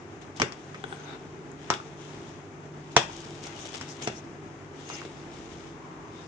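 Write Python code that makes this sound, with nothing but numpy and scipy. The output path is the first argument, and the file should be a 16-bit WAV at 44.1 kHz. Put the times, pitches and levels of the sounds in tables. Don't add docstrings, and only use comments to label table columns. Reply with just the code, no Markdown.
import sys
import numpy as np
from scipy import signal
from scipy.fft import rfft, irfft
from scipy.io import wavfile
from scipy.ndimage import uniform_filter1d

SR = 44100
rng = np.random.default_rng(int(sys.argv[2]) if len(sys.argv) > 2 else 0)


def store_wav(level_fs):
    pcm = np.round(np.clip(np.atleast_2d(level_fs), -1, 1) * 32767)
    wavfile.write(sys.argv[1], SR, pcm.T.astype(np.int16))


N = 276632
T = np.arange(N) / SR

# (time [s], force [dB], board pitch [factor], thud level [dB], thud pitch [factor],
#  slap level [dB], pan [dB], left delay [s])
LANDINGS = [(0.3995, -13.5, 0.92, -31, 0.62, -18.5, 9.5, 0.00024),
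            (0.4048, -27, 0.44, -25, 0.71, -35, 4, .0002),
            (0.4180, -11, 1.31, -23, 1.35, -14.5, 15.5, 0.00017),
            (0.4205, -30, 0.85, -22, 1.04, -19, -8, 0.0003),
            (0.5221, -33, 0.94, -52, 1.7, -29.5, 9, 0.00018),
            (0.745, -29.5, 1.54, -49, 0.74, -33, -1, .0002),
            (1.7022, -9, 1.04, -27.5, 0.935, -13, 14, .00012),
            (1.7385, -37, 0.73, -52, 0.74, -22, 5, .00014),
            (2.9643, -7, 1.56, -31, 1.27, -11.5, -13, .00011),
            (2.9659, -1, 0.826, -19.5, 1.07, -2, 6, 0.000097),
            (3.469, -32, 0.65, -42, 1.02, -30, -2, .0002),
            (3.8120, -28.5, 1.12, -42, 0.81, -21.5, 5, 0.00011),
            (4.0233, -49, 0.81, -44, 1.1, -26, 0, 0.00018),
            (4.0738, -22.5, 1.11, -28, 0.96, -17.5, 6, 0.00024),
            (4.075, -18, 0.78, -33, 1.76, -34.5, 32, .0002),
            (4.9003, -25.5, 1.08, -47, 1.2, -36, 6, 0.0002),
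            (5.017, -29.5, 1.34, -49, 0.8, -45, 4, 0.000091),
            (5.0510, -26.5, 0.4, -47, 1.5, -38.5, 12, .00003)]
# (pitch [Hz], level [dB], ring time [s])
BOARD_NOTES = [(672, -7.5, 0.016), (808, -12.5, 0.046), (1016, 2, 0.005), (1198, -7, 0.015),
               (1590, -8.5, 0.0033), (2080, -26, 0.0025), (3150, -5, 0.0017), (3260, -11.5, 0.0021)]
# (pitch [Hz], level [dB], ring time [s])
THUD_NOTES = [(125, -6.5, 0.14), (178, -4, 0.025), (307, -16.5, 0.027), (415, 1, 0.048)]
# (pitch [Hz], level [dB], ring time [s])
LINGERING_NOTES = [(541, -54, .13), (810, -37, 0.17), (2155, -25, .13), (2540, -26, .07),
                   (3320, -34, 0.083)]
# (frequency [Hz], level [dB])
SLAP_TONE = [(60, 1.5), (200, -1.5), (800, -4.5), (1600, 1.5), (2600, 1.5), (4300, -3.5), (5600, 4),
             (7300, -5), (9500, -22), (15000, -70)]
# (frequency [Hz], level [dB])
SHAKE_TONE = [(60, -36), (150, -10.5), (500, 9.5), (1000, -9), (1600, 4), (2300, -0.5), (3400, -2),
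              (4300, -10), (6000, -2.5), (8000, -30), (11000, -56)]
# (time [s], level [dB], pitch [Hz], pan [dB])
SHOE_CLICKS = [(0.4, -23, 2770, 8), (0.419, -10, 2240, 3.5), (0.523, -28, 5070, 5),
               (0.8392, -39.5, 7700, 8), (1.517, -41.5, 7000, 12), (1.739, -21, 3200, 1),
               (1.8008, -29.5, 1290, 2), (2.9668, -8.5, 3540, -3), (2.9647, -24, 1760, 0),
               (3.096, -32.5, 940, 3), (5.0512, -40, 3600, 10)]
# (time [s], level [dB], treble cutoff [Hz])
EDGE_TAPS = [(0.8401, -22.5, 7000), (0.9259, -25, 3020)]
# (pitch [Hz], level [dB], ring time [s])
SHOE_NOTES = [(410, -9, 0.053), (776, -8, 0.037), (1494, -2.5, 0.024), (1890, -22, 0.0083),
              (3400, -11.5, 0.021), (3730, -11, 0.007)]
# (start [s], length [s], scrub level [dB], rasp level [dB])
DRAGS = [(0.858, 0.21, -50, -59), (1.022, 0.17, -46, -53.5), (1.691, 0.082, -38, -63),
         (3.416, 0.16, -51, -50.5), (4.86, 0.19, -55, -48), (5.44, 1, -62, -84)]
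# (frequency [Hz], level [dB])
SCRUB_TONE = [(60, -13), (200, -11), (500, 0), (800, 12.5), (1150, 4), (1500, 13.5), (2100, -21),
              (4000, -3), (7000, -35)]
# (frequency [Hz], level [dB])
RASP_TONE = [(800, -2), (1500, -1), (2000, 20), (2800, 13.5), (3400, 4), (5400, 4), (8000, -20),
             (12000, -73)]
# (start [s], length [s], first pitch [Hz], last pitch [Hz], level [dB], width [share of pitch])
SQUEAK_GLIDES = [(0.833, 0.18, 8500, 7950, -64.5, 0.14), (0.946, 0.1, 6740, 6150, -65, 0.037),
                 (1.019, 0.046, 6330, 6100, -58, .012), (1.025, 0.17, 3760, 3650, -56, 0.084),
                 (1.703, 0.041, 1270, 1113, -35, 0.23), (3.523, 0.079, 3170, 2800, -58, 0.036),
                 (3.568, 0.11, 6240, 6260, -53, 0.22), (3.864, 0.087, 5000, 6630, -51, 0.33),
                 (4.013, 0.058, 6630, 6600, -44, 0.16), (4.132, 0.085, 5540, 6400, -52.5, 0.23),
                 (4.809, 0.29, 2850, 2690, -54.5, 0.027), (4.821, 0.22, 6350, 6390, -51.5, 0.094),
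                 (4.926, 0.041, 5400, 5350, -47.5, 0.16), (5.551, 0.86, 995, 1083, -55, 0.25),
                 (6.084, 0.23, 3620, 3680, -65, 0.072)]
# (start [s], length [s], level before fading [dB])
ARM_REACHES = [(0.517, 0.91, -53.5), (0.854, 0.39, -53), (1.558, 0.46, -51), (1.948, 0.49, -49),
               (2.755, 0.42, -56), (3.054, 0.46, -45.5), (3.503, 0.794, -44), (4.73, 0.64, -49),
               (5.262, 0.54, -48.5), (6.084, 0.35, -52.5)]
# (start [s], length [s], level [dB])
FINGER_GRABS = [(0.209, 0.048, -47), (0.354, 0.084, -44.5), (2.906, 0.068, -48.5), (3.416, 0.15, -42.5),
                (3.583, 0.057, -49), (3.648, 0.039, -43.5), (3.735, 0.059, -37), (3.882, 0.049, -49),
                (4.008, 0.08, -39.5), (4.837, 0.35, -46)]
# (frequency [Hz], level [dB])
CLOTH_TONE = [(300, 1), (800, 7.5), (1500, -0.5), (2400, 2), (3500, 4.4), (4400, -2.5), (5100, 0.5),
              (5900, 0.5), (6700, 0.5), (7800, -9), (8900, -12), (10000, -35.5), (15000, -40)]
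CREASE_PITCHES = [2200, 3200, 4940, 6430]
# (pitch [Hz], level [dB])
MOTOR_NOTES = [(49, -70), (98.5, -61), (147.7, -52.5), (335, -55), (394, -57.5), (444, -61.5)]
# (frequency [Hz], level [dB])
AIR_TONE = [(25, -16), (50, -9.5), (100, -1.5), (175, 0.5), (212, -5), (260, 1.5), (410, 1), (500, -9),
            (760, -6.5), (2200, -15), (4300, -30), (6600, -24), (9800, -48), (15000, -81)]
# (frequency [Hz], level [dB])
ECHO_TONE = [(80, -6), (400, 9), (800, 0.5), (1200, 5), (1600, 1), (2400, 11), (3500, 12), (4400, 3.5),
             (6000, 3.5), (8500, 8.5), (12000, -26)]
# (frequency [Hz], left-right likeness [0-1], pan [dB])
STEREO_SPREAD = [(60, 0.73, -3), (130, 0.83, 1.5), (358, 0.92, 0.5), (714, 0.57, -2), (970, 0, 1),
                 (2380, 0.05, 10.5), (4700, 0, 3), (6400, 0, 15), (8500, 0, -3.5)]

SHOE_PAN_DB, SHOE_LAG_S = 7.5, 0.00027


def landings(direct, to_walls, t, slap_decay_s=0.0047, shake_db=-19, board_pan_db=-2):
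    wood = signal.butter(2, [100, 7000], "band", fs=SR, output="sos")
    shake_shape = undb(shake_db) * np.minimum(t / 0.0015, 1) * np.exp(-t / 0.014)
    impulse = 1. * (t == 0)
    for start, force_db, pitch, thud_db, thud_pitch, slap_db, pan_db, lag in LANDINGS:
        boards = undb(force_db) * ring(BOARD_NOTES, t, pitch)
        thud = undb(thud_db) * ring(THUD_NOTES, t, thud_pitch)
        floor = signal.sosfilt(wood, boards + thud)
        lingering = undb(force_db) * ring(LINGERING_NOTES, t)
        decay = slap_decay_s * undb(0.069 * force_db)
        patter = 0.26 * rng.standard_normal(len(t)) * np.exp(-t / decay)
        slap = colour(2.07 * impulse + patter, SLAP_TONE)
        shake = shake_shape * colour(stereo_noise(len(t)), SHAKE_TONE)
        shoe = undb(slap_db) * (slap + shake)
        add(direct, start, floor + lingering, board_pan_db, lag)
        add(direct, start, shoe, pan_db, lag)
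        add(to_walls, start, floor + np.linalg.norm(shoe[0]) * colour(impulse, SLAP_TONE))


def shoe_clicks(direct, to_walls, t, cycles_to_peak=1.44, walls_db=-11):
    for start, db, hz, pan_db in SHOE_CLICKS:
        age = t * hz / cycles_to_peak
        click = undb(db) * age * np.exp(1 - age) * np.sin(2 * np.pi * hz * t)
        add(direct, start, click, pan_db, SHOE_LAG_S)
        add(to_walls, start, undb(walls_db) * click)


def edge_taps(direct, to_walls, t, walls_db=-7.5):
    for start, db, cutoff_hz in EDGE_TAPS:
        tap = undb(db) * filtered(ring(SHOE_NOTES, t), 1, cutoff_hz)
        add(direct, start, tap, SHOE_PAN_DB, SHOE_LAG_S)
        add(to_walls, start, undb(walls_db) * tap)


def knocks():
    direct, to_walls = np.zeros((2, 2, N))
    t = T[:SR // 4]
    landings(direct, to_walls, t)
    shoe_clicks(direct, to_walls, t)
    edge_taps(direct, to_walls, t)
    return direct + room_echo(to_walls)


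def scuffs(roughness_db=1.5):
    out = np.zeros((2, N))
    grip = undb(roughness_db * wander(400))
    scrub = unit(colour(stereo_noise(N) * grip, SCRUB_TONE))
    rasp = unit(colour(stereo_noise(N) * grip, RASP_TONE))
    for start, length, scrub_db, rasp_db in DRAGS:
        span = slice(int(start * SR), int((start + length) * SR))
        drag = undb(scrub_db) * scrub[:, span] + undb(rasp_db) * rasp[:, span]
        add(out, start, drag * signal.windows.tukey(drag.shape[1], .6))
    return out


def squeaks():
    out = np.zeros((2, N))
    for start, length, first_hz, last_hz, db, width in SQUEAK_GLIDES:
        size = int(length * SR)
        phase = 2 * np.pi * np.cumsum(np.linspace(first_hz, last_hz, size)) / SR
        uneven = filtered(rng.standard_normal((2, 2, SR)), 2, width * first_hz / 2)[..., :size]
        squeak = uneven[0] * np.cos(phase) + uneven[1] * np.sin(phase)
        pan_db = 6.4 * min(first_hz / 3000, 1)
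        add(out, start, undb(db) * unit(squeak * np.hanning(size)), pan_db)
    return out


def rustle(bunching_db=3, flicker_db=-0.13, idle_db=-64, light_db=-56, firm_db=-44):
    effort_db = 10 * np.log10(rubbing_power() + undb(idle_db) ** 2)
    bunches = stereo_noise(N) * undb(bunching_db * wander(2500))
    fibres = unit(creases(colour(bunches, CLOTH_TONE)))
    dull = filtered(fibres, 1, 3000)
    brightness = np.interp(effort_db, [light_db, firm_db], [undb(-3), 0.9])
    catching = np.clip((effort_db - light_db) / (firm_db - light_db), 0, 1) ** 2
    cloth = dull + brightness * (fibres - dull) + catching * thread_ticks()
    return cloth * undb(effort_db + flicker_db * wander(83))


def rubbing_power(slowing_db_per_s=9.5, tighten_share=0.18):
    power = 1e-12
    for start, length, db in ARM_REACHES:
        reach = movement(start, length, rise_s=0.069, fall_s=0.13)
        power += (reach * undb(db - slowing_db_per_s * (T - start))) ** 2
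    for start, length, db in FINGER_GRABS:
        grab = movement(start, length, tighten_share * length, (1 - tighten_share) * length)
        power += (grab * undb(db)) ** 2
    return power


def creases(sound, width=0.15, swing_db=2.0, changes_per_s=18):
    for hz in CREASE_PITCHES:
        band = signal.lfilter(*signal.iirpeak(hz, 1 / width, fs=SR), sound)
        sound = sound + band * (undb(swing_db * wander(changes_per_s)) - 1)
    return sound


def thread_ticks(per_s=220, db=-6, low_cut_hz=4500):
    ticks = (rng.random(N) < per_s / SR) * rng.standard_normal(N)
    crisp = filtered(colour(ticks, CLOTH_TONE), 2, low_cut_hz, "high")
    return pan(undb(db) * unit(crisp), SHOE_PAN_DB)


def hand_rumble(peak_s=5.47, width_s=0.18, db=-51):
    rumble = filtered(stereo_noise(N), 2, [45, 95], "band")
    return undb(db) * unit(rumble) * np.exp(-((T - peak_s) / width_s) ** 2)


def fan(air_db=-44.5, flutter_db=0.79, waver_db=3.5, pitch_drift=0.00663):
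    air = unit(colour(stereo_noise(N), AIR_TONE)) * undb(air_db + flutter_db * wander(25))
    hum = 0
    for hz, db in MOTOR_NOTES:
        phase = 2 * np.pi * np.cumsum(hz * (1 + pitch_drift * wander(12))) / SR
        hum += undb(db) * unit(np.sin(phase) * undb(waver_db * wander(3.384)))
    return air + hum


def room_echo(sound, gap_s=0.0041, split_hz=2500, walls_db=-7.5, close_db=-8.5):
    t = T[:SR // 2]
    arrival = np.clip(t / gap_s - .5, 0, 1)
    close_fade = arrival * fade(t, ring_s=0.04)
    bass_fade = arrival * fade(t, ring_s=0.3)
    treble_fade = arrival * fade(t, ring_s=0.25)
    noise = stereo_noise(len(t))
    bass = signal.sosfiltfilt(signal.butter(2, split_hz, fs=SR, output="sos"), noise)
    walls = (bass * bass_fade + (noise - bass) * treble_fade) / np.linalg.norm(bass_fade)
    close = stereo_noise(len(t)) * close_fade / np.linalg.norm(close_fade)
    echo = colour(even_out(undb(walls_db) * walls + undb(close_db) * close), ECHO_TONE)
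    return signal.fftconvolve(sound.mean(axis=0)[None], echo, axes=1)[:, :N]


def even_out(echo, width_hz=70):
    size = 2 * echo.shape[1]
    spectrum = rfft(echo, size)
    power = np.mean(np.abs(spectrum) ** 2, axis=0)
    smoothed = uniform_filter1d(power, max(int(width_hz * size / SR), 1))
    flat = irfft(spectrum / np.sqrt(smoothed), size)[:, :echo.shape[1]]
    return flat * np.linalg.norm(echo) / np.linalg.norm(flat)


def stereo_noise(size):
    shared, opposite = rfft(rng.standard_normal((2, size)))
    likeness = np.clip(curve(STEREO_SPREAD, size), -1, 1)
    sign = np.array([[1], [-1]])
    pair = shared * np.sqrt(1 + likeness) + sign * opposite * np.sqrt(1 - likeness)
    lean = undb(sign * curve(STEREO_SPREAD, size, column=2) / 2)
    return unit(irfft(pair * lean / np.linalg.norm(lean, axis=0), size))


def ring(notes, t, pitch=1):
    hz, db, ring_s = np.transpose(notes)[:, :, None]
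    sign = (-1) ** (np.arange(len(notes))[:, None] // 2)
    waves = np.sin(2 * np.pi * hz * pitch * t) * fade(t, ring_s)
    return np.sum(sign * undb(db) * waves, axis=0)


def colour(sound, tone, size=4096):
    cepstrum = irfft(np.log(undb(curve(tone, size))))
    cepstrum[1:size // 2] *= 2
    cepstrum[size // 2 + 1:] = 0
    response = irfft(np.exp(rfft(cepstrum)))
    response /= np.linalg.norm(response)
    return signal.fftconvolve(np.atleast_2d(sound), response[None], axes=1)[:, :sound.shape[-1]]


def curve(points, size, column=1):
    table = np.array(points, float)
    hz = np.fft.rfftfreq(size, 1 / SR)
    return np.interp(np.log(hz + 1), np.log(table[:, 0]), table[:, column])


def filtered(sound, order, hz, kind="low"):
    return signal.sosfilt(signal.butter(order, hz, kind, fs=SR, output="sos"), sound)


def wander(changes_per_s):
    hold = max(int(SR / changes_per_s), 1)
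    steps = np.repeat(rng.standard_normal(N // hold + 1), hold)
    return unit(uniform_filter1d(steps, hold)[:N])


def movement(start, length, rise_s, fall_s):
    return np.clip(np.minimum((T - start) / rise_s, (start + length - T) / fall_s), 0, 1)


def fade(t, ring_s):
    return np.exp(-np.log(1000) * t / ring_s)


def add(out, start, sound, pan_db=0, lag=0):
    offsets = int(start * SR) + round(lag * SR), int(start * SR)
    for channel, wave, first in zip(out, pan(sound, pan_db), offsets):
        channel[first:first + len(wave)] += wave[:N - first]


def pan(sound, db):
    return sound * undb([[db / 2], [-db / 2]])


def undb(db):
    return 10 ** (np.asarray(db) / 20)


def unit(sound):
    return sound / np.sqrt(np.mean(sound ** 2))


def scene():
    return knocks() + scuffs() + squeaks() + rustle() + fan() + hand_rumble()


def record(dry, low_cut_hz=42, high_cut_hz=15100):
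    clipped = np.clip(filtered(dry, 3, low_cut_hz, "high"), -1, 1)
    return signal.sosfilt(signal.ellip(8, .2, 70, high_cut_hz, fs=SR, output="sos"), clipped)


dry = scene()
out = record(dry)
store_wav(out)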